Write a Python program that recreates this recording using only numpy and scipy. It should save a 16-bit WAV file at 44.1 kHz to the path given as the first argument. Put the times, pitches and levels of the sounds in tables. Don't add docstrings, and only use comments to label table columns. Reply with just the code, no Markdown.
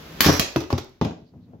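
import sys
import numpy as np
from scipy import signal
from scipy.fft import rfft, irfft, next_fast_len
from scipy.io import wavfile

SR = 44100
rng = np.random.default_rng(int(sys.argv[2]) if len(sys.argv) > 2 else 0)


def put_to_file(sound):
    columns = np.atleast_2d(sound).T
    safe = np.clip(columns, -1, 1)
    whole_steps = np.round(safe * 32767)
    wavfile.write(sys.argv[1], SR, whole_steps.astype(np.int16))


N = 70560
T = np.arange(N) / SR
SIZE = next_fast_len(2 * N)
HZ = np.fft.rfftfreq(SIZE, 1 / SR)
STRIKE_S = .206


def amp(db):
    return 10 ** (np.asarray(db) / 20)


def unit(x):
    return x / np.sqrt(np.mean(x ** 2) + 1e-20)


def curve(points, hz=HZ):
    f, v = np.transpose(points)
    return np.interp(np.log(hz + 1), np.log(f + 1), v)


def filtered(x, response):
    return irfft(rfft(x, SIZE) * response, SIZE)[..., :N]


def causal(gain):
    cepstrum = irfft(np.log(np.maximum(gain, 1e-6)), SIZE)
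    cepstrum[1:SIZE // 2] *= 2
    cepstrum[SIZE // 2 + 1:] = 0
    return np.exp(rfft(cepstrum))


def fade(s, t60):
    return (T >= s) * amp(-60 * np.maximum(T - s, 0) / t60)


def delayed(x, s):
    return np.pad(x, [(0, 0)] * (x.ndim - 1) + [(max(round(s * SR), 0), 0)])[..., :N]


def pan(db):
    return amp(np.array([[db], [-db]]) / 2)


def noise(likeness, gain=1):
    turn = np.arccos(np.clip(likeness + 0 * HZ, -1, 1)) / 2
    mid, side = filtered(rng.standard_normal((2, N)), gain * np.array([np.cos(turn), np.sin(turn)]))
    return unit(np.array([mid + side, mid - side]))


# frequency in Hz, left-right likeness (1 is mono).
DIFFUSE = [(50, 1), (250, 0.97), (600, 0.22), (1200, 0.18), (4000, 0), (15000, 0.087)]
# frequency in Hz, gain in dB.
ROOM_TONE_EQ = [(30, -11.5), (100, 1.5), (250, -8), (600, -19.5), (1500, -27), (5000, -33), (15000, -39.5)]
def room_tone():
    return amp(-63) * noise(curve(DIFFUSE), amp(curve(ROOM_TONE_EQ)))


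# time in seconds, level in dB.
WHIRR_RIDE = [(0, -42.5), (.15, -41.5), (.2, -39), (.4, -34), (.6, -46.5), (.9, -62), (1.2, -74.5),
              (1.6, -79)]
# frequency in Hz, gain in dB.
WHIRR_EQ = [(25, -11), (65, 1), (100, -8), (160, -2), (200, -6), (300, -5.5), (650, -13), (1500, -16),
            (3500, -18.5), (6000, -24.5), (9000, -28.5), (15000, -31.5)]
def fan_whirr(blade_hz=157.8, flutter=0.051):
    blade_tone = np.sin(2 * np.pi * blade_hz * T)
    ride = amp(np.interp(T, *np.transpose(WHIRR_RIDE)))
    air = noise(curve(DIFFUSE), amp(curve(WHIRR_EQ))) * (1 + flutter * blade_tone) * ride
    body = filtered(air, 1 / (1 + (HZ / 320) ** 4))
    hiss = air - body
    run_down = np.where(T < STRIKE_S, 1, fade(STRIKE_S, t60=0.31))
    return hiss + (body + amp(-48) * blade_tone) * run_down


# start in seconds, level in dB, t60 in seconds, tilt in dB per octave,
# leftward pan in dB, reverb send in dB.
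CRACKS = [(.2058, -4.5, 0.02, -1.6, 5.5, -3.5), (.2085, -11, 0.011, 4.5, -7, 1.5),
          (.243, -18, 0.11, -1, 5, -1.5), (.254, -15, 0.027, -0.5, -4, 2.5),
          (.263, -17, 0.05, -0.5, -7.5, -1), (.288, -17.5, 0.012, -0.5, -4, -5),
          (.2945, -13, 0.0077, -7, 0, -1), (.330, -27, 0.12, 0, 0, -1), (.3958, -7, 0.026, 0.3, 0, -1.5),
          (.5610, -19, 0.025, -4, -6.5, -1.5), (.6041, -31, 0.089, -3, -5.5, -8.5),
          (.6375, -34, 0.031, -4.5, -5, -14), (.7034, -31.5, 0.046, -4.5, -3, 1),
          (.712, -34.5, .02, -0.5, 3, 3.5), (.7278, -18.5, 0.013, -6, -9, -4),
          (.779, -25.5, 0.06, -3, -2, -8.5), (.7842, -28.5, 0.035, -3, -2, -3.5),
          (.845, -44.5, .01, 2.5, -6, -12), (.8934, -60, 0.022, 3, 1, -15),
          (1.0132, -24.5, 0.029, -7.5, -4.5, -0.5), (1.0491, -26, 0.021, -5.5, 2, -1),
          (1.108, -42, .03, -7, 2, -29)]
# frequency in Hz, gain in dB.
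BLADE_EQ = [(60, -4.5), (250, 3.5), (700, -0.5), (1200, 0), (1800, 5.5), (3000, -1), (5200, 3), (7000, -2),
            (12000, -2.5), (16000, -3)]
# centre in Hz, width in Hz, strength in dB.
BLADE_PEAKS = [(1100, 110, 10), (1620, 44, -0.5), (2380, 110, 0), (3070, 600, 2), (4690, 440, 1)]
# frequency in Hz, gain in dB.
SHELL_EQ = [(60, -13), (250, 0), (700, 0), (1120, 3), (1600, -3.5), (2300, -0.5), (3200, 2.5), (4600, 2.5),
            (6000, 3), (7500, -2.5), (12000, -6), (16000, -5.5)]
def plastic_cracks(blades_stop_s=.39, likeness=0.35):
    peaks = sum(amp(db) / (1 + (2 * (HZ - hz) / width) ** 2) for hz, width, db in BLADE_PEAKS)
    blades = amp(curve(BLADE_EQ)) * (1 + peaks / 2)
    shell = amp(curve(SHELL_EQ))
    octaves = np.log2(np.maximum(HZ, 700) / 3000)
    direct, sends = np.zeros((2, N)), np.zeros((3, N))
    for k, (s, db, t60, tilt_db, pan_db, send_db) in enumerate(CRACKS):
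        centre = np.sqrt(likeness) * rng.standard_normal(N)
        sides = np.sqrt(1 - likeness) * rng.standard_normal((2, N))
        burst = delayed((centre + sides) * fade(0, t60), s)
        colour = blades if s < blades_stop_s else shell
        hit = amp(db) * filtered(burst, causal(colour * amp(tilt_db * octaves)))
        direct += hit * pan(pan_db)
        sends[k % len(sends)] += amp(send_db) * hit[0]
    return direct + pan(-0.9) * sum(reverb(send) for send in sends)


# frequency in Hz, t60 in seconds.
REVERB_DECAY = [(80, 0.35), (300, 0.44), (1000, 0.34), (3000, 0.38), (5000, 0.36), (7000, 0.34),
                (12000, 0.16), (16000, 0.13)]
def reverb(x, rise_s=0.0027):
    hz, t, spectrum = signal.stft(noise(curve(DIFFUSE)), SR, nperseg=256)
    decay = amp(-60 * t / curve(REVERB_DECAY, hz)[:, None])
    tail = signal.istft(spectrum * decay, SR, nperseg=256)[1][:, :N]
    attack = 1 - np.exp(-(T / rise_s) ** 2)
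    return filtered(x, rfft(unit(tail * attack) / np.sqrt(N), SIZE))


def gust(cutoff_hz=58):
    breeze = noise(likeness=.2, gain=1 / (1 + (HZ / cutoff_hz) ** 4))
    return amp(-37) * breeze * fade(STRIKE_S, t60=2.2)


# frequency in Hz, level in dB, t60 in seconds.
DOOR = [(88.5, -12, 0.3), (131, -8, 0.24), (181.4, -2.5, 0.062), (256.5, -8.5, 0.15), (299.9, -5, 0.16),
        (433, -11.5, 0.11), (616, -15, .2), (760, -8.5, 0.35), (1260, -20.5, .18)]
LEDGE = [(90.7, -2, 0.16), (131.3, -3.5, 0.18), (185, -8.5, 0.085), (244.4, -5, .15), (377.7, -3.5, 0.056),
         (526, -12, .1), (760, -19, 0.048), (966, -30, .12)]
UPPER_STEP = [(83.9, -15, 0.29), (130.6, -1.5, 0.14), (275, -0.5, 0.073), (327.4, 0.5, 0.11),
              (376, -1, 0.086), (424, -17.5, 0.2), (544, -17, 0.075), (810, -33, 0.088), (950, -39, 0.15)]
LOWER_STEP = [(87.3, -15.5, 0.22), (109.7, -8.5, 0.32), (171.2, -4.5, 0.26), (209, -3.5, 0.16),
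              (251.5, -3.5, 0.14), (318.8, -6.5, 0.17), (444, -11, 0.097), (510, -15, 0.12),
              (666, -12, 0.1), (835, -13.5, 0.1), (1197, -31, 0.14)]
# start in seconds, level in dB, contact low-pass in Hz, puff in dB,
# push in dB, lead of the left channel in milliseconds, surface struck.
KNOCKS = [(0.2069, -27.5, 800, 1, 10.5, 0.29, DOOR), (0.2614, -8.5, 474, 0, 3, -0.023, DOOR),
          (0.2872, -12, 1030, -5, 10.5, 0.078, DOOR), (.2945, -15.5, 1400, 2, 15, 0.16, DOOR),
          (.329, -19.5, 700, -2, -18, -0.083, DOOR), (0.3952, -29.5, 220, 14, 22.5, -0.35, LEDGE),
          (0.5602, -15, 1560, -2.5, 1, -0.11, UPPER_STEP), (.610, -28.5, 885, -3, -3, -0.14, UPPER_STEP),
          (0.7042, -43, 1600, 17.5, 11, 0.17, UPPER_STEP), (0.7271, -13.5, 1200, -9, -12, -0.091, LEDGE),
          (0.783, -35, 813, 5, 15, -0.14, LEDGE), (1.0135, -15.5, 1170, -7, 7, 0.12, LOWER_STEP),
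          (1.0495, -19.5, 1520, -11.5, -6, 0.18, LOWER_STEP),
          (1.063, -23, 352, -4, 2.5, -0.013, LOWER_STEP), (1.109, -33, 1170, -1.5, 9, .12, LOWER_STEP),
          (1.219, -43, 241, 2.5, 5.5, 0.19, LEDGE), (1.337, -49.5, 893, -1, -1, .1, LEDGE),
          (1.358, -45, 695.4, -5, 1.5, 0.11, LOWER_STEP), (1.484, -55.5, 808, -1.5, 0, .2, LOWER_STEP),
          (1.534, -41.5, 850, -1, 2, 0.33, LOWER_STEP), (1.557, -45.5, 700, -3.5, 2, .2, LOWER_STEP)]
# frequency in Hz, gain in dB.
WOOD_SEND_EQ = [(60, -12), (150, -9), (300, 2.5), (900, -0.5)]
def wood_knocks(push_s=0.0019):
    direct, send = np.zeros((2, N)), np.zeros(N)
    push = (1 - T / push_s) * np.exp(-T / push_s)
    low_cut = signal.butter(2, 110, "high", fs=SR)
    for s, db, contact_hz, puff_db, push_db, lead_ms, surface in KNOCKS:
        ring = sum((-1) ** k * amp(level) * fade(0, t60) * np.sin(2 * np.pi * hz * T)
                   for k, (hz, level, t60) in enumerate(surface))
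        softness = signal.butter(2, contact_hz, fs=SR)
        puff = signal.lfilter(*low_cut, rng.standard_normal(N))
        puff = unit(signal.lfilter(*softness, puff)) * fade(0, t60=.06)
        blow = amp(db) * signal.lfilter(*softness, ring + amp(puff_db) * puff + amp(push_db) * push)
        direct += [delayed(blow, s - side * lead_ms / 2000) for side in (1, -1)]
        send += delayed(blow, s)
    send = filtered(send, causal(amp(curve(WOOD_SEND_EQ))))
    return pan(1) * (direct + amp(-11.5) * reverb(send))


# frequency in Hz, gain in dB.
CHATTER_EQ = [(100, -7), (600, -1), (1200, 9), (2500, -6.5), (5500, 3.5), (7500, -7), (15000, -10)]
def blade_chatter(start_s=.215, end_s=.385, ticks_per_s=320, fall_db_per_s=30, scatter_db=10):
    ticks = np.zeros(N)
    count = int((end_s - start_s) * ticks_per_s)
    for k, (late, force) in enumerate(rng.random((count, 2))):
        s = (k + late) / ticks_per_s
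        ticks[int((start_s + s) * SR)] = amp(-20.5 - fall_db_per_s * s + scatter_db * (force - .5))
    envelope = signal.fftconvolve(ticks, fade(0, t60=0.0061))[:N]
    scrape = envelope * noise(likeness=1, gain=amp(curve(CHATTER_EQ)))
    return scrape * pan(-3.5) + amp(-5) * reverb(scrape[0])


# frequency in Hz, level in dB, t60 in seconds.
HOLLOW_MODES = [(797, -6, 0.33), (918, -4, 0.14), (1104, 5.5, 0.087), (1322, -7, .25), (1790, -5.5, 0.2),
                (1790, -5.5, .22), (2227, -6, 0.55), (3070, -9.5, 0.13)]
# start in seconds, level in dB.
HOLLOW_HITS = [(.244, -25), (0.2927, -30.5), (0.3953, -32), (0.7025, -41), (.711, -46)]
def blade_ring():
    rings = np.zeros((2, N))
    for s, db in HOLLOW_HITS:
        ring = sum(amp(level) * fade(0, t60) * np.sin(2 * np.pi * (hz * T + rng.random((2, 1))))
                   for hz, level, t60 in HOLLOW_MODES)
        rings += amp(db) * delayed(ring, s)
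    return rings


# frequency in Hz, level in dB, t60 in seconds.
METAL_MODES = [(4764, -11, .3), (5079, -4, .3), (5685, -2, 1.1), (5820, -12, .45), (6406, -10, .55),
               (6874, -15, .35)]
def metal_ring(start_s=.262, damped_s=.392, line_width_hz=10):
    drift = np.cumsum(rng.standard_normal((len(METAL_MODES), N)), axis=1)
    drift *= np.sqrt(2 * np.pi * line_width_hz / SR)
    ring = sum(amp(db) * fade(0, t60) * np.sin(2 * np.pi * hz * T + phase)
               for (hz, db, t60), phase in zip(METAL_MODES, drift))
    choke = np.where(T < damped_s, 1, fade(damped_s, t60=.1))
    ring = amp(-27.5) * delayed(ring, start_s) * choke
    return ring * pan(-11) + amp(-12) * reverb(ring)


# time in seconds, level in dB.
RUMBLE_RIDE = [(1.12, -46), (1.2, -51.5), (1.29, -67), (1.33, -54.5), (1.37, -47.5), (1.45, -53.5),
               (1.49, -47.5), (1.52, -46.5), (1.6, -56)]
# frequency in Hz, gain in dB.
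RUMBLE_EQ = [(40, -27), (70, -11), (100, 2.5), (135, -6.5), (172, 2.5), (210, -4), (255, 0.5), (330, -16),
             (650, -22), (1200, -38.5), (4000, -52), (12000, -62)]
def roll_rumble():
    ride = amp(np.interp(T, *np.transpose(RUMBLE_RIDE), left=-120))
    return noise(likeness=.93, gain=amp(curve(RUMBLE_EQ))) * ride


# time of the peak in seconds, level in dB, band centre in Hz.
RUBS = [(1.28, -70.5, 4430), (1.44, -75.5, 4070)]
def settling_rubs(swell_s=0.031, half_width_hz=670):
    rubs = np.zeros((2, N))
    for s, db, hz in RUBS:
        hiss = noise(likeness=.2, gain=1 / (1 + ((HZ - hz) / half_width_hz) ** 2))
        rubs += amp(db) * hiss * np.exp(-((T - s) / swell_s) ** 2)
    return rubs


def scene():
    bed = room_tone() + fan_whirr()
    crash = plastic_cracks() + gust() + wood_knocks() + blade_chatter() + blade_ring() + metal_ring()
    return bed + crash + roll_rumble() + settling_rubs()


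# frequency in Hz, gain in dB.
MIC_EQ = [(20, -17), (60, 0.5), (6300, 0), (7300, -4.5), (8400, -12), (9500, -14.5), (10500, -4.5),
          (11700, 0.5), (15500, 0), (16500, -4)]
# frequency in Hz, left over right in dB.
PORT_BALANCE = [(100, 1), (500, 0.1), (1200, 3), (2300, 0), (4500, -3.5), (8000, -1), (14000, -0.5)]
def record(dry, ceiling=0.93, top_hz=16000):
    balance = amp(curve(PORT_BALANCE) * np.array([[1], [-1]]) / 2)
    coloured = filtered(dry, causal(amp(curve(MIC_EQ))) * balance)
    rounded = coloured / (1 + (coloured / ceiling) ** 6) ** (1 / 6)
    return filtered(rounded, 1 / (1 + (HZ / top_hz) ** 120))


dry = scene()
out = record(dry)
put_to_file(out)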